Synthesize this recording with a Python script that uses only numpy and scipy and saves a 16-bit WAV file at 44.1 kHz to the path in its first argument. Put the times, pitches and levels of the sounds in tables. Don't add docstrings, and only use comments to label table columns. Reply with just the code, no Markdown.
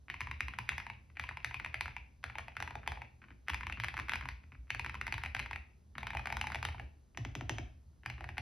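import sys
import numpy as np
from scipy import signal
from scipy.fft import rfft, irfft, next_fast_len
from scipy.io import wavfile

SR = 44100
rng = np.random.default_rng(int(sys.argv[2]) if len(sys.argv) > 2 else 0)


def transcribe(u):
    v = np.clip(np.atleast_2d(u).T, -1, 1)
    q = np.round(v * 32767).astype(np.int16)
    wavfile.write(sys.argv[1], SR, q)


N = 370881

# start_s [s], cap_db [dB], cap_hz [Hz], plate_db [dB]
KEY_CONTACTS = [(0.0998, -1.0, 2050.0, -12), (0.1414, -6.5, 2250.0, -5.0), (0.2064, 0.0, 2300.0, 1.0),
                (0.2142, -2, 2000.0, -4.5), (0.271, -8, 1900.0, 0), (0.3127, -2.5, 2150.0, 0),
                (0.4062, 6, 1950.0, -12), (0.4828, -4, 2300.0, -1.5), (0.5368, -8, 1450.0, -13),
                (0.587, 1, 1850.0, 4.5), (0.691, 7.5, 2000.0, -8.5), (0.7192, -6, 2400.0, -2),
                (0.7808, 0.5, 2200.0, -0.5), (0.8006, -5.5, 1700.0, -8), (0.8663, -7.5, 1950.0, -2),
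                (0.8996, -6.5, 2200.0, -0.5), (1.1697, -9, 2000.0, -20), (1.1963, 0.5, 1700.0, -2.5),
                (1.2385, -4, 2650.0, -4), (1.2902, -2, 1700.0, -8.5), (1.311, -17, 1750.0, -2.5),
                (1.3711, -6, 2200.0, -1.5), (1.4457, 4.5, 1900.0, -7), (1.5103, -9.5, 1650.0, -8.5),
                (1.5431, -0.5, 2500.0, -1.5), (1.5985, -3.5, 1850.0, -7), (1.647, -0.5, 1950.0, -6.5),
                (1.661, -5.5, 2150.0, -1.5), (1.7428, 2, 1900.0, -6), (1.809, 4.5, 2300.0, 4.5),
                (1.8575, -3, 1300.0, -12.5), (1.8799, -8, 1800.0, -4.5), (1.9654, -5, 2250.0, -2.5),
                (2.24, 1, 1600.0, -5.5), (2.2985, -10, 1300.0, -14), (2.3544, -8.5, 2250.0, -2.0),
                (2.384, -1, 1350.0, -6.5), (2.3931, -12, 1300.0, -5), (2.482, -9.5, 2050.0, -2),
                (2.5675, 0, 1400.0, -16), (2.6023, -1, 1300.0, -4), (2.6248, 0, 2000.0, 4),
                (2.676, -5.5, 1650.0, -4), (2.7075, -10.5, 1300.0, -1), (2.754, -6.5, 1550.0, 3.5),
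                (2.8757, 2.5, 2250.0, 9), (2.9191, -4.5, 1600.0, -0.5), (2.9728, -16, 2000.0, -3.5),
                (3.0184, -9.5, 2100.0, -2.5), (3.4833, 2.5, 1700.0, -7.5), (3.4959, -1.5, 1700.0, -1.5),
                (3.4994, 1, 1950.0, 2.5), (3.5341, -4, 1850.0, -3.5), (3.5442, 1.5, 2250.0, 3.5),
                (3.6085, -6, 1550.0, -6.5), (3.6323, -8, 2000.0, -6.5), (3.6684, -3, 2250.0, 2.5),
                (3.6981, -3.5, 1300.0, -8), (3.7243, -1.5, 2650.0, -13), (3.7996, 0, 1750.0, -5),
                (3.8364, 0, 1950.0, 1.5), (3.8445, 2.5, 1700.0, -5), (3.8841, 0.5, 2050.0, -9.5),
                (3.9407, -6, 1300.0, -3.5), (3.9686, -1.5, 1450.0, -17), (3.9772, -2.5, 1600.0, -5.5),
                (3.9903, -5.5, 1750.0, 3), (3.998, -0.5, 1800.0, -3), (4.084, -5.5, 1450.0, -10),
                (4.0945, 4.5, 1850.0, -11.5), (4.1192, -1.5, 1350.0, -1), (4.1349, 3.5, 1700.0, -1.5),
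                (4.1426, -2.5, 1950.0, -16), (4.1564, 0, 2350.0, 1), (4.2104, -6.5, 1550.0, -4.5),
                (4.2555, -7.5, 1600.0, 1.5), (4.2877, -1.5, 1900.0, -2), (4.704, 3.5, 1950.0, -6.0),
                (4.7476, -0.5, 1750.0, -6), (4.7952, 0.5, 2350.0, 1), (4.846, -1.5, 1500.0, -16),
                (4.8619, -2.5, 1700.0, -1.5), (4.8956, -4.0, 1700.0, -7), (4.9433, -6, 1300.0, -2.5),
                (4.9523, -7.5, 2350.0, -3.5), (5.0129, 2, 1650.0, -10.5), (5.0676, -0.5, 1900.0, -9.5),
                (5.0789, -3.5, 1750.0, -2), (5.1241, 2.5, 2150.0, -3.5), (5.1406, -1.5, 2400.0, 1.5),
                (5.1804, -3, 1750.0, -3.5), (5.2363, -1, 1800.0, 0.5), (5.25, -6, 2200.0, -9),
                (5.2602, -2, 2100.0, -7.5), (5.3486, 3, 1750.0, -2), (5.3658, -3.5, 2050.0, -1.5),
                (5.3932, 0, 2500.0, -7), (5.398, -0.5, 1900.0, -2.5), (5.4604, -6.5, 1750.0, -5),
                (5.5107, -5.5, 1800.0, 2), (5.5314, -3.5, 2000.0, -8.5), (5.5593, -3.5, 2050.0, -7.5),
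                (5.9818, -1, 1300.0, -4.5), (6.0307, -5.5, 2300.0, 1), (6.0692, -1.5, 1300.0, -2),
                (6.1046, -3.5, 1850.0, -6.0), (6.133, -10, 1800.0, -2.5), (6.1497, -6.0, 1850.0, 6),
                (6.1703, 0, 2150.0, 0.0), (6.1941, -7, 1300.0, -3.5), (6.2569, -0.5, 1300.0, -7.5),
                (6.2713, -1, 1800.0, 2), (6.3019, -4, 2000.0, 0), (6.3249, 0, 2000.0, 4.5),
                (6.369, 1, 1300.0, 1.5), (6.4127, 2.0, 1900.0, 2.5), (6.441, -9, 2250.0, 3.5),
                (6.47, -0.5, 2150.0, 1), (6.5014, -9, 1300.0, 0.0), (6.5197, -1, 1400.0, -13),
                (6.5463, 0, 2000.0, 3), (6.556, -3.0, 2100.0, 3), (6.628, 0, 1300.0, 3),
                (6.6509, 3.5, 1400.0, 2.5), (6.6869, -6, 2200.0, -1), (6.7455, -17, 1300.0, -3.5),
                (6.797, -8.5, 1850.0, -4), (8.0605, 0, 1700.0, -3), (8.0999, -4.5, 2200.0, -6),
                (8.2077, -10, 1300.0, -4.5), (8.2417, -7.5, 1650.0, -4.5), (8.2898, -7.5, 1950.0, -4),
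                (8.3808, 0, 1950.0, 0)]
# start_s [s], level_db [dB], brightness_hz [Hz]
BAR_CONTACTS = [(7.174, -5.5, 12040), (7.2499, -5.5, 5600), (7.3525, -4.5, 12050), (7.41, -5, 3300),
                (7.495, 1.5, 12000), (7.584, -4, 6040)]
# start_s [s], relative level_db [dB]
SCUFFS = [(0.083, -15.5), (1.1, -27.5), (2.23, -20.5), (2.832, -17.5), (2.862, -15), (3.218, -19.5),
          (3.24, -19.5), (3.284, -23.5), (3.305, -18.5), (3.467, -30), (3.773, -13), (4.225, -11),
          (4.435, -24), (4.52, -18.5), (4.548, -22.5), (4.671, -31), (5.953, -13), (6.78, -19.5),
          (7.148, -23.5), (8.034, -21.5), (8.18, -16.5), (8.37, -10.5)]
# time_s [s], relative level_db [dB]
FINGER_WEIGHT = [(0.101, -47), (0.8, -48.5), (1.5, -49), (2.3, -48.5), (2.9, -49), (3.7, -46.5),
                 (4.3, -48.5), (5.2, -44), (5.5, -47.5), (6.201, -46.5), (6.7, -45.5), (8.2, -42.5)]

# freq_hz [Hz], level_db [dB]
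CAP_COLOUR = [(300, -16.5), (600, -10), (1300, -2), (2100, 2), (2500, 3.5), (3400, -9.5), (6500, -20),
              (9000, -37)]
# freq_hz [Hz], level_db [dB]
STEM_COLOUR = [(500, -23.5), (3000, 10), (4300, 0), (6300, -5), (7800, -10), (10000, -10.5), (12300, -20),
               (14200, -19), (16000, -25)]
# freq_hz [Hz], level_db [dB]
BAR_COLOUR = [(450, -13.5), (740, 2.5), (1150, -5), (2000, 0.5), (2900, -3), (3400, -7), (4500, -17.5),
              (6300, -7), (7800, -17.5), (10000, -24), (15000, -28)]
# freq_hz [Hz], level_db [dB]
CASE_COLOUR = [(30, -32), (60, 5.5), (84, -4.5), (125, 3.5), (175, -18.5), (265, -12), (370, -18),
               (520, -35.5), (1000, -61)]
# freq_hz [Hz], width_hz [Hz], level_db [dB]
DESK_MODES = [(62.1, 5.7, 3.5), (77, 10, 1.5), (118.9, 9.6, -3), (206.6, 6.6, -15), (254.4, 32, -23.5),
              (330, 77, -27.5)]

# time_s [s], pitch_hz [Hz]
PLATE_PITCH = [(0.3, 986), (2.0, 953), (2.4, 860), (3.1, 870), (3.45, 1004), (5.5, 940), (6.0, 870),
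               (8.3, 865)]
# time_s [s], level_db [dB]
TICK_LEVEL = [(0.5, -20), (2.0, -21), (2.9, -18.5), (3.8, -19.5), (5.3, -19.5), (6.5, -19), (8.3, -18)]

# freq_hz [Hz], t60_s [s]
ROOM_T60 = [(200, 0.44), (2600, 0.3873), (10000, 0.32)]
# freq_hz [Hz], level_db [dB]
ROOM_COLOUR = [(300, 15.5), (900, -5.5), (2000, -5), (2600, -0.5), (3400, -1), (5500, 1.5), (7800, -8),
               (10500, -0.5), (15000, -10)]
# freq_hz [Hz], level_db [dB]
AIR_COLOUR = [(20, -24), (60, -4), (450, -30), (2500, -45.5), (6500, -43), (8000, -47), (10500, -47.5),
              (15000, -62)]
# freq_hz [Hz], side_db [dB]
DIFFUSE_SIDE = [(50, -19), (150, -6), (1000, -1), (2500, -4), (4500, -18.5), (8000, -13.5), (12000, -12)]
# freq_hz [Hz], left_lead_rad [radians]
PORT_PHASE = [(100, 0), (600, 0.15), (1400, 0.41), (3000, 0.22), (4700, -0.1), (5500, -1.5), (6200, -1.17),
              (7000, -3.0), (8000, -3), (8900, -2.9), (9700, -1.5), (11000, -0.6), (12000, 1.9),
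              (14300, 0.5), (16000, 3.6)]
# freq_hz [Hz], left_minus_right_db [dB]
PORT_BALANCE = [(110, 0), (200, 2.5), (380, 1), (700, -0.5), (2400, 1.6), (4400, 0)]

REBOUND_DB, REBOUND_SPAN_DB, REBOUND_DROP = 2.5, 3, 0.18
PLATE_SCATTER = 0.032
TICK_PER_CAP, TICK_PER_PLATE, TICK_SCATTER_DB = 1.4, 0.27, 1.18
SETTLE_DB, SLIDE_DB = -19.5, -22.5

TOP_HZ = 16500
LENGTH = 8192
HZ = np.fft.rfftfreq(LENGTH, 1 / SR) + 1
T = np.arange(LENGTH) / SR


def keys():
    out = np.zeros(N)
    cap_colour = amp(along(CAP_COLOUR, HZ))
    stem_colour = amp(along(STEM_COLOUR, HZ)) * HZ / (HZ + 300)
    tick = impact(stem_colour, cycles=0.6905)
    for start_s, cap_db, cap_hz, plate_db in KEY_CONTACTS:
        rebound = np.clip((cap_db - plate_db - REBOUND_DB) / REBOUND_SPAN_DB, 0, 1)
        detune = 1 - REBOUND_DROP * rebound + PLATE_SCATTER * rng.standard_normal()
        plate_hz = np.interp(start_s, *np.transpose(PLATE_PITCH)) * detune

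        cap = cap_colour * resonance(cap_hz, width_hz=1030)
        plate = resonance(plate_hz, width_hz=270) * resonance(plate_hz, width_hz=290)
        pop = impact(np.hypot(amp(cap_db) * cap, amp(plate_db) * plate), cycles=0.6933)
        pop_buzz_db = -7.5 - 0.6 * max(cap_db, plate_db)
        add(out, start_s, buzzing(pop, buzz_db=pop_buzz_db, buzz_t60=0.029))

        tick_db = np.interp(start_s, *np.transpose(TICK_LEVEL))
        tick_db += TICK_PER_CAP * cap_db + TICK_PER_PLATE * plate_db
        tick_db += TICK_SCATTER_DB * rng.standard_normal()
        add(out, start_s, amp(tick_db) * buzzing(tick, buzz_db=0.5, buzz_t60=0.0089))

        light = impact(cap + amp(-24.5) * stem_colour, cycles=0.691)
        settle_db = SETTLE_DB + 0.5 * cap_db + 3 * rng.standard_normal()
        settle = amp(settle_db) * signal.fftconvolve(light, rub(t60=0.035))
        add(out, start_s + rng.uniform(0.007, 0.04), settle)
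        slide = amp(SLIDE_DB + 0.5 * cap_db) * signal.fftconvolve(light, rub(t60=0.08))
        add(out, start_s - rng.uniform(0.0047, 0.018), slide)
    return out


def space_bar():
    clack, boom = np.zeros((2, N))
    bar = amp(along(BAR_COLOUR, HZ)) * HZ / (HZ + 80)
    case = impact(amp(along(CASE_COLOUR, HZ)), cycles=3.4)
    for start_s, level_db, bright_hz in BAR_CONTACTS:
        blow = impact(bar / (1 + (HZ / bright_hz) ** 2), cycles=0.698)
        add(clack, start_s, amp(level_db) * buzzing(blow, buzz_db=-6, buzz_t60=0.018))
        add(boom, start_s, amp(0.5 * level_db + 15) * buzzing(case, buzz_db=-3, buzz_t60=0.22))
    return clack, boom


def fingertips():
    scuff, nudge = np.zeros((2, N))
    colour = amp(along(CAP_COLOUR, HZ)) * resonance(1200, width_hz=970)
    brush = impact(colour, cycles=0.626)
    first_touch = impact(colour, cycles=0.644)
    for start_s, level_db in SCUFFS:
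        add(scuff, start_s, amp(level_db + 1.1) * signal.fftconvolve(brush, rub(t60=0.055)))
        add(scuff, start_s, amp(level_db - 3) * first_touch)
        add(nudge, start_s, amp(level_db + 20.0) * thump(scatter_db=4.0))
    return scuff, nudge


def desk():
    times, weight_db = np.transpose(FINGER_WEIGHT)
    out = np.zeros(N)
    for start_s, cap_db, _, plate_db in KEY_CONTACTS:
        force_db = np.interp(start_s, times, weight_db) + 0.63 * max(cap_db, plate_db)
        add(out, start_s, amp(force_db + 54.0) * thump(scatter_db=2.0))

    def body(f):
        return sum(amp(db) / (1 + ((f - hz) / width) ** 2) for hz, width, db in DESK_MODES)

    rumble = unit(filtered(rng.standard_normal(N), body))
    return out + amp(-62) * rumble


def thump(scatter_db):
    power = 0
    for hz, width, db in DESK_MODES:
        strength = amp(db + scatter_db * rng.standard_normal())
        power = power + (strength * resonance(hz, width) * resonance(hz, hz)) ** 2
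    return buzzing(impact(np.sqrt(power), cycles=2.2), buzz_db=1.0, buzz_t60=0.18)


def room(x, delay, early_db):
    out = np.zeros((2, N))
    block = SR // 5
    for start in range(0, N, block):
        hz, t, noise = signal.stft(rng.standard_normal((2, SR // 2)), SR, nperseg=256)
        decay = fade(t, along(ROOM_T60, hz)[:, None])
        tail = unit(signal.istft(noise * decay, SR, nperseg=256)[1])
        tail /= np.sqrt(tail.shape[1])
        lags, sizes = rng.uniform(0.0037, 0.02, size=5), rng.standard_normal(size=5)
        for lag, size in zip(lags, sizes):
            add(tail, lag, amp(early_db) * size * np.ones((2, 1)))
        reply = signal.fftconvolve(x[None, start:start + block], tail, axes=1)
        add(out, start / SR + delay, reply)
    return spread(*filtered(out, lambda f: amp(along(ROOM_COLOUR, f))))


def air():
    noise = filtered(rng.standard_normal((2, N)), lambda f: amp(along(AIR_COLOUR, f)))
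    return amp(-65.5) * unit(spread(*noise))


def impact(gain, cycles):
    cepstrum = irfft(np.log(gain + 1e-6))
    cepstrum[1:LENGTH // 2] *= 2
    cepstrum[LENGTH // 2 + 1:] = 0
    return irfft(np.exp(rfft(cepstrum) - 2j * np.pi * cycles * np.log(HZ)))


def buzzing(blow, buzz_db, buzz_t60):
    buzz = rng.standard_normal(LENGTH) * fade(T, buzz_t60) * (1 - np.exp(-T / 0.001))
    trail = signal.fftconvolve(blow, buzz / np.linalg.norm(buzz))[:LENGTH]
    closing = np.cos(np.pi / 2 * (T / T[-1]) ** 2)
    return (blow + amp(buzz_db) * trail) * closing


def rub(t60):
    grains = rng.standard_normal(LENGTH) * (rng.random(LENGTH) < 900 / SR) * fade(T, t60)
    return grains / (np.linalg.norm(grains) + 1e-9)


def resonance(hz, width_hz):
    return 1 / np.hypot(1, (HZ ** 2 - hz ** 2) / (HZ * width_hz))


def spread(mid, side):
    side = filtered(side, lambda f: amp(along(DIFFUSE_SIDE, f)))
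    return np.array([mid + side, mid - side])


def amp(db):
    return 10 ** (np.asarray(db) / 20)


def unit(x):
    return x / np.sqrt(np.mean(x ** 2) + 1e-20)


def along(points, hz):
    f, v = np.transpose(points)
    return np.interp(np.log(hz + 1), np.log(f), v)


def fade(t, t60):
    return 1000.0 ** (-t / t60)


def filtered(x, response):
    m = next_fast_len(N + SR // 2)
    return irfft(rfft(x, m) * response(np.fft.rfftfreq(m, 1 / SR)), m)[..., :N]


def add(track, s, sound):
    start = max(round(s * SR), 0)
    part = track[..., start:start + sound.shape[-1]]
    part += sound[..., :part.shape[-1]]


def scene():
    clack, boom = space_bar()
    scuff, nudge = fingertips()
    typing = keys() + scuff
    low = desk() + boom + nudge
    radiated = filtered(low, lambda f: f ** 2 / (f ** 2 + 170 ** 2))
    to_room = amp(-6.5) * typing + amp(-6.5) * clack + amp(-20) * radiated
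    echo = room(to_room, delay=0.006, early_db=-19.5)
    return typing + clack + low + echo + air()


def record(dry):
    half = np.array([[0.5], [-0.5]])

    def ports(hz):
        level = amp(half * along(PORT_BALANCE, hz))
        return level * np.exp(1j * half * along(PORT_PHASE, hz))

    return filtered(dry, lambda hz: ports(hz) * (hz < TOP_HZ))


dry = scene()
out = record(dry)
transcribe(out)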